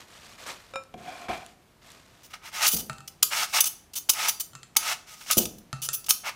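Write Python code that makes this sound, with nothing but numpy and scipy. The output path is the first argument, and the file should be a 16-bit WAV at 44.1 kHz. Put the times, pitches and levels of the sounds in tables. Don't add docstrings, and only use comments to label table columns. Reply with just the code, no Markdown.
import sys
import numpy as np
from scipy import signal
from scipy.fft import rfft, irfft
from scipy.io import wavfile
from scipy.ndimage import uniform_filter1d

SR = 44100
rng = np.random.default_rng(int(sys.argv[2]) if len(sys.argv) > 2 else 0)


def file_out(sig):
    cols = np.atleast_2d(sig).T
    lim = np.clip(cols, -1, 1)
    pcm = np.round(lim * 32767).astype(np.int16)
    wavfile.write(sys.argv[1], SR, pcm)


N = 280035
TIME = np.arange(N) / SR
TOUCH_S = 0.0026


def gain_of(db):
    return 10 ** (np.asarray(db) / 20)


def evened(x):
    return x / np.sqrt(np.mean(x ** 2) + 1e-20)


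def wander(size):
    return evened(uniform_filter1d(rng.standard_normal(N), size=size))


def read(points, hz):
    f, value = np.transpose(points)
    return np.interp(np.log(hz + 1), np.log(f + 1), value)


def add(mix, s, sound):
    part = mix[round(s * SR):][:len(sound)]
    part += sound[:len(part)]


def through(x, response):
    return signal.fftconvolve(x, response)[:len(x)]


def band(x, lo_hz, hi_hz):
    edges = [lo_hz, min(hi_hz, SR / 2 - 1)]
    return signal.sosfilt(signal.butter(3, edges, "band", fs=SR, output="sos"), x)


def treble(x, corner_hz):
    hz = np.fft.rfftfreq(len(x), 1 / SR)
    return irfft(rfft(x) * hz ** 4 / (hz ** 4 + corner_hz ** 4), len(x))


def colour(points, size=4096):
    hz = abs(np.fft.fftfreq(size, 1 / SR))
    log_gain = np.log(gain_of(np.maximum(read(points, hz), -100)))
    spectrum = np.exp(np.conj(signal.hilbert(log_gain)))
    response = np.fft.ifft(spectrum).real[:size // 2]
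    return response / np.linalg.norm(response)


def body(modes, ring_db=0, drift=0):
    t = TIME[:SR // 3]
    hz, db, t60 = np.transpose(modes)[:, :, None]
    hz = hz * (1 + drift * rng.standard_normal(hz.shape))
    rings = gain_of(-60 * t / t60) * np.cos(2 * np.pi * hz * t)
    rings = rings / np.linalg.norm(rings, axis=1, keepdims=True)
    response = (gain_of(db + ring_db) * rings).sum(0)
    response[0] += 1
    return response / np.linalg.norm(response)


def struck(modes, tilt_db=0):
    t = TIME[:SR]
    hz, db, t60 = np.transpose(modes)[:, :, None]
    level_db = db + tilt_db * np.log2(hz) + rng.standard_normal(db.shape)
    size = gain_of(level_db) * rng.choice([-1, 1], db.shape)
    rings = gain_of(-60 * t / t60) * np.sin(2 * np.pi * hz * t)
    return (size * rings).sum(0) / np.linalg.norm(size)


def grains(per_s, spread_db, count=N):
    size = gain_of(spread_db * np.minimum(rng.exponential(1, count), 4))
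    present = rng.random(count) < per_s / SR
    return evened(size * rng.choice([-1, 1], count) * present)


def pops(lo_hz, hi_hz, per_s, cycles, count=14):
    t, out = TIME[:512], np.zeros(N)
    for hz in np.geomspace(lo_hz, hi_hz, count):
        pop = np.exp(-t * hz / cycles) * np.sin(2 * np.pi * hz * t)
        layer = signal.oaconvolve(grains(per_s, 1.2), pop)[:N]
        out += np.sqrt(hz) * evened(layer)
    return evened(out)


def chatter(length, rise, fade, per_s):
    t = TIME[:SR // 8]
    shape = (1 - np.exp(-t / rise)) * np.exp(-np.maximum(t - length, 0) / fade)
    return shape * grains(per_s, 0.36, count=len(t))


def pressure(start, length, rise, first_db, fade):
    t = np.maximum(TIME - start, 0)
    build = gain_of(first_db * np.maximum(1 - t / rise, 0))
    return np.minimum(t / TOUCH_S, 1) * build * np.exp(-np.maximum(t - length, 0) / fade)


def gestures(rows, first_db, fade):
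    return sum(gain_of(db) * pressure(s, length, rise, first_db, fade) for s, length, rise, db in rows)


# (t/s, length/s, rise/s, level/dB, brightness/dB)
CUTS = [(2.296, 0.024, 0.011, -52.5, 5.5), (2.329, 0.014, 0.0085, -35, -4), (2.413, 0.076, 0.038, -42, 1),
        (2.515, 0.093, 0.028, -34, 4.5), (2.605, 0.053, 0.021, -21.5, 6), (3.303, .14, 0.012, -27.5, 5.5),
        (3.481, .065, 0.0056, -51.5, 15.5), (3.526, 0.059, 0.017, -24, 6.5), (3.582, .007, 0.0033, -27, -1),
        (4.132, .157, 0.062, -28, 4), (4.781, 0.15, 0.088, -28, 3.5), (5.056, 0.092, 0.022, -49.5, 8.5),
        (5.154, 0.12, .012, -58, 15), (5.203, 0.014, .01, -46.5, 0), (5.261, 0.04, 0.039, -35.5, 8),
        (5.3, 0.0064, 0.0033, -23.5, -7), (6.09, 0.019, 0.0031, -40, 8), (6.233, 0.06, 0.029, -29, -2)]
# (f/Hz, level/dB)
CUT_COLOUR = [(88, -79.5), (150, -27), (457, -18.5), (612, -8), (871, -6.5), (1140, -5.5), (1260, -1.5),
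              (1760, -5), (2140, -2), (2650, -4.5), (4490, -9), (5570, -7.5), (7320, -10.5), (14800, -17),
              (16000, -21)]
# (f/Hz, level/dB, t60/s)
HELD_PEELER = [(715, -23, .04), (879, -19, .06), (1262, -18, .07), (2215, -23, .04), (2670, -23, .04),
               (2860, -24, .04), (5350, -22, .025), (5950, -22, .025)]
CUT_FIRST_DB, CUT_FADE_S = -16.5, 0.012
SLIP_DB = 1.2
DULL_DB, BITE_SHARE = -13.5, 0.2


def cutting():
    cells = grains(7000, 2.2) + .5 * pops(800, 6500, 220, 2.5)
    flesh = through(cells, colour(CUT_COLOUR))
    slips = wander(260)
    out = np.zeros(N)
    for s, length, rise, db, bright_db in CUTS:
        span = slice(round(s * SR), round((s + length + 10 * CUT_FADE_S) * SR))
        rasp = through(flesh[span], body(HELD_PEELER, ring_db=-3.0, drift=0.0089))
        rasp = rasp / band(rasp, 530, 3070).std()
        fizz = treble(rasp, 3800)
        crunch = (rasp - fizz) * gain_of(SLIP_DB * slips[span])
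        dulling_db = DULL_DB * np.exp((s - TIME[span]) / (BITE_SHARE * length))
        fizz = fizz * gain_of(bright_db + dulling_db + .5 * slips[span])
        force = pressure(s, length, rise, CUT_FIRST_DB, CUT_FADE_S)[span]
        out[span] += gain_of(db) * force * (crunch + fizz)
    return gain_of(-3.22) * out


# (t/s, level/dB, length/s, brightness/dB)
CLACKS = [ (2.232, -53, 0.033, -4), (2.665, -16.5, 0.004, -12), (2.674, -18.5, 0.014, 0),
          (2.713, -26, 0.036, 3), (2.764, -27.5, .011, 2.5), (2.784, -33.5, 0.026, -1),
          (3.076, -35, 0.0045, -9), (3.227, -12.5, 0.0048, -4), (3.604, -12.5, 0.0061, 3.5),
          (3.64, -23, 0.0042, -3.5), (3.654, -25.5, 0.024, 2), (3.934, -41, 0.0097, -12),
          (3.954, -31.5, 0.031, -1.5), (4.092, -14, 0.0098, -3), (4.134, -28.5, .0022, -5),
          (4.283, -21.5, 0.014, -1.5), (4.398, -27, .015, 3.5), (4.7663, -9, 0.0026, -1.5),
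          (5.31, -14.5, .0025, -3), (5.316, -23.5, .018, -8.5), (5.37, -21, .006, 5),
          (5.378, -14, 0.0096, 4.5), (5.401, -35.5, 0.036, -10), (5.454, -26.5, 0.0018, -19),
          (5.582, -46, 0.0042, 3), (5.818, -33.5, 0.046, -1.5), (5.93, -27, .022, 9),
          (6.042, -42.5, 0.0035, -17), (6.063, -35, 0.0039, -6), (6.09, -19.5, 0.021, 5.5),
          (6.106, -10.5, 0.0023, -3)]
# (f/Hz, level/dB)
CLACK_COLOUR = [(100, -32), (300, -11), (600, -14), (1250, -5), (1900, -10.5), (2900, 3), (4200, 2.5),
                (6000, 5.5), (8000, 3), (11500, 3.5), (14500, 4), (15500, 3.5)]
# (f/Hz, level/dB, t60/s)
FREE_PEELER = [(1260, -20, .06), (2990, -19, .1), (3550, -26, .06), (4710, -24, .2), (5310, -19, .08),
               (5950, -14, .06), (6430, -16, .1), (7110, -22, .14), (8620, -19, .12), (9320, -24, .1),
               (9820, -19, .17), (10240, -16, .27), (10410, -16, .05), (12130, -13, .16),
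               (13760, -16.5, .13), (15130, -18, .13), (15350, -15, .07)]


def peeler():
    out, contact = np.zeros(N), colour(CLACK_COLOUR)
    for s, db, length, bright_db in CLACKS:
        burst = through(chatter(length, 0.001, 0.004, 9000), contact)
        bright = burst + (gain_of(bright_db) - 1) * treble(burst, 9000)
        ring_db = -2.5 + 0.2 * bright_db + 100 * length
        frame = body(FREE_PEELER, ring_db=ring_db, drift=.005)
        level = gain_of(db + 2.0) * burst.std() / bright.std()
        add(out, s, level * signal.fftconvolve(bright, frame))
    return out


# (t/s, level/dB)
LANDINGS = [(3.2245, -39.5), (4.089, -28), (4.752, -46), (4.7632, -22.5), (6.085, -28.5)]


def landings():
    out = np.zeros(N)
    for s, db in LANDINGS:
        add(out, s, gain_of(db) * chatter(0.0016, 0.00048, 0.0011, 8000))
    return through(through(out, colour(CUT_COLOUR)), body(HELD_PEELER, ring_db=10.5))


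# (t/s, length/s, rise/s, level/dB)
RUSTLES = [(0.0, 0.017, 0.0013, -47.5), (.07, 0.28, 0.056, -51), (.378, 0.14, 0.025, -46),
           (.46, 0.039, 0.027, -39), (.55, .17, 0.037, -57), (.975, 0.27, 0.11, -49.5),
           (1.29, 0.062, .035, -44), (1.37, 0.14, .01, -57.5), (1.815, 0.14, 0.046, -53.5),
           (1.96, 0.31, .01, -60.5)]
# (t/s, level/dB)
SNAPS = [(0.082, -51), (.268, -50), (.395, -49), (0.476, -36), (.8366, -44), (1.463, -38), (1.903, -41),
         (1.918, -38)]
# (f/Hz, level/dB)
LEAF_COLOUR = [(88, -57), (150, -10), (361, -8.5), (689, -2), (821, -8), (1190, -4), (1420, -6.5),
               (4080, -9), (6640, -13), (14500, -22), (16000, -40)]
LEAF_FIRST_DB, LEAF_FADE_S, LEAF_CLUMP_DB = -7.5, 0.026, 1.5


def lettuce():
    cracks = grains(6000, 3.2) + .6 * pops(900, 8000, 110, 2.5)
    clumps = gain_of(LEAF_CLUMP_DB * wander(240))
    crackle = through(cracks * clumps, colour(LEAF_COLOUR))
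    crackle = crackle / band(crackle, 2660, 13500).std()
    snaps = np.zeros(N)
    for s, db in SNAPS:
        add(snaps, s, gain_of(db) * chatter(0.00084, .0001, 0.0011, 20000))
    handling = gestures(RUSTLES, LEAF_FIRST_DB, LEAF_FADE_S)
    return gain_of(-3.5) * handling * crackle + band(snaps, 1600, 10700)


# (t/s, length/s, rise/s, level/dB)
RUBS = [(.965, 0.308, 0.1, -44), (1.06, 0.045, 0.041, -39), (1.292, 0.045, .006, -30.5),
        (1.352, 0.022, 0.026, -41), (1.39, 0.042, 0.0059, -48)]
# (t/s, level/dB, length/s)
KNOCKS = [(0.94, -36, 0.0015), (1.284, -29, 0.012)]
# (f/Hz, level/dB, t60/s)
BOARD = [(718, -14, .05), (1042, -22, .03), (2370, -17, .02), (3300, -15, .02)]
# (f/Hz, level/dB)
WOOD_COLOUR = [(35, -63), (60, -15), (372, -8.5), (431, -15.5), (720, -3.5), (955, -11.5), (1610, -10),
               (1950, -16), (2400, -12), (2780, -17.5), (9000, -36.5), (11700, -36), (19800, -120)]
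RUB_FIRST_DB, RUB_FADE_S = -13, 0.014


def board():
    friction = grains(5000, 2.6)
    grip = gain_of(-1.0 + 2 * wander(700))
    drive = grip * gestures(RUBS, RUB_FIRST_DB, RUB_FADE_S) * friction
    for s, db, length in KNOCKS:
        add(drive, s, gain_of(db) * chatter(length, 0.00024, 0.0035, 7000))
    wood = through(body(BOARD), colour(WOOD_COLOUR))
    return through(drive, wood / np.linalg.norm(wood))


# (t/s, level/dB)
GLASS_TAPS = [(.7372, -36), (0.7575, -28)]
# (f/Hz, level/dB, t60/s)
GLASS = [(538, 1, .17), (1324, -1, .17), (2400, -3.5, .17), (3740, -7, .08), (5310, -13, .12),
         (7100, -18, .11), (8560, -23, .06), (9070, -22, .08)]


def glass_bowl():
    out, wood = np.zeros(N), colour(WOOD_COLOUR)
    for s, db in GLASS_TAPS:
        out = out * (TIME < s)
        add(out, s, gain_of(db + 2.0) * struck(GLASS))
        knock = band(chatter(0.0015, 0.0003, 0.0016, 8700), 580, 14000)
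        add(out, s, gain_of(db) * through(knock, wood))
    return out


# (t/s, ring level/dB, boom level of the base/dB, hardness/dB per octave)
DROPS = [(2.897, -24, -34, -2.5), (2.931, -51, -44.5, 14), (2.983, -41.5, -49.5, 1), (3.005, -40.5, -63, 0),
         (4.533, -44.5, -48, 2), (4.552, -35, -47, 3), (4.631, -39.5, -76, 6), (5.729, -25.5, -28.5, -0.5),
         (5.8885, -23.5, -45, 6)]
# (f/Hz, level/dB, t60/s)
STEEL = [(640, -14, .06), (790, -32, .9), (880, -13, .04), (1200, -6, .05), (1345, 0, .045),
         (1318, -17, .35), (1460, -7, .025), (1838, -14, .1), (2579, -24, .3), (2690, -20, .45),
         (3020, -13, .03), (3350, -14, .03), (3770, -16, .05), (4325, -11, .04), (5010, -16, .05),
         (6360, -17, .05), (7135, -18, .09), (7450, -15, .07), (7820, -18, .05)]
# (f/Hz, level/dB, t60/s)
BASE = [(136, 0, .17), (225, -17, .1)]


def steel_bowl():
    out = np.zeros(N)
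    swell = 1 - np.exp(-TIME[:SR] / 0.00098)
    for s, ring_db, boom_db, hardness_db in DROPS:
        slap = band(chatter(0.00054, 0.00018, 0.00094, 8000), 900, 9700)
        add(out, s, gain_of(ring_db + hardness_db + 1.0) * slap)
        add(out, s, gain_of(ring_db) * struck(STEEL, hardness_db))
        add(out, s + 0.0028, gain_of(boom_db) * struck(BASE) * swell)
    return out


# (t/s, level/dB, t60/s)
BUMPS = [(0.941, -44, 0.39), (1.283, -41, 0.32), (2.733, -37.5, 0.5), (5.369, -26, 0.33)]
# (f/Hz, level/dB)
BUMP_COLOUR = [(25, -21.5), (45, -10), (68, -5), (100, -9), (140, -7), (220, 0), (290, -10.5), (340, -6),
               (600, -12), (850, -17), (1500, -55), (4000, -75)]


def bumps():
    out, t = np.zeros(N), TIME[:SR // 2]
    for s, db, t60 in BUMPS:
        add(out, s, gain_of(db) * chatter(0.011, 0.00073, 0.015, 3000))
        rumble = gain_of(db - 1.5 - 60 * t / t60) * grains(2500, 0.34, count=len(t))
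        add(out, s, rumble)
    return through(out, colour(BUMP_COLOUR))


# (f/Hz, t60/s)
ROOM = [(100, 0.67), (500, 0.48), (2000, 0.36), (6000, 0.4), (15000, 0.29)]


def room(x, delay=0.0069):
    taps = grains(4000, 0, count=SR) * (TIME[:SR] > delay)
    hz, t, z = signal.stft(taps, SR, nperseg=256)
    decay = gain_of(-60 * t / read(ROOM, hz)[:, None])
    tail = signal.istft(z * decay, SR, nperseg=256)[1]
    return through(x, tail / np.linalg.norm(tail))


# (f/Hz, level/dB)
FLOOR = [(15, -44), (25, -1.5), (92, 1), (206, -0.5), (293, -5), (344, -4), (463, -7.5), (591, -9),
         (695, -7), (818, -11), (1230, -12), (14800, -28), (16000, -60)]


def room_tone():
    return gain_of(-59.5) * evened(through(rng.standard_normal(N), colour(FLOOR)))


def scene():
    salad = lettuce() + board() + glass_bowl()
    apple = cutting() + landings() + peeler()
    knocks = steel_bowl() + bumps()
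    echo = room(gain_of(-11.5) * salad + gain_of(-14) * apple + gain_of(-9.0) * knocks)
    return (salad + apple + knocks + echo + room_tone())[None]


EDGE_HZ = 15880


def record(dry):
    low_pass = signal.firwin(401, EDGE_HZ, window=("kaiser", 8), fs=SR)
    return signal.oaconvolve(dry, low_pass[None], "same")


dry = scene()
out = record(dry)
file_out(out)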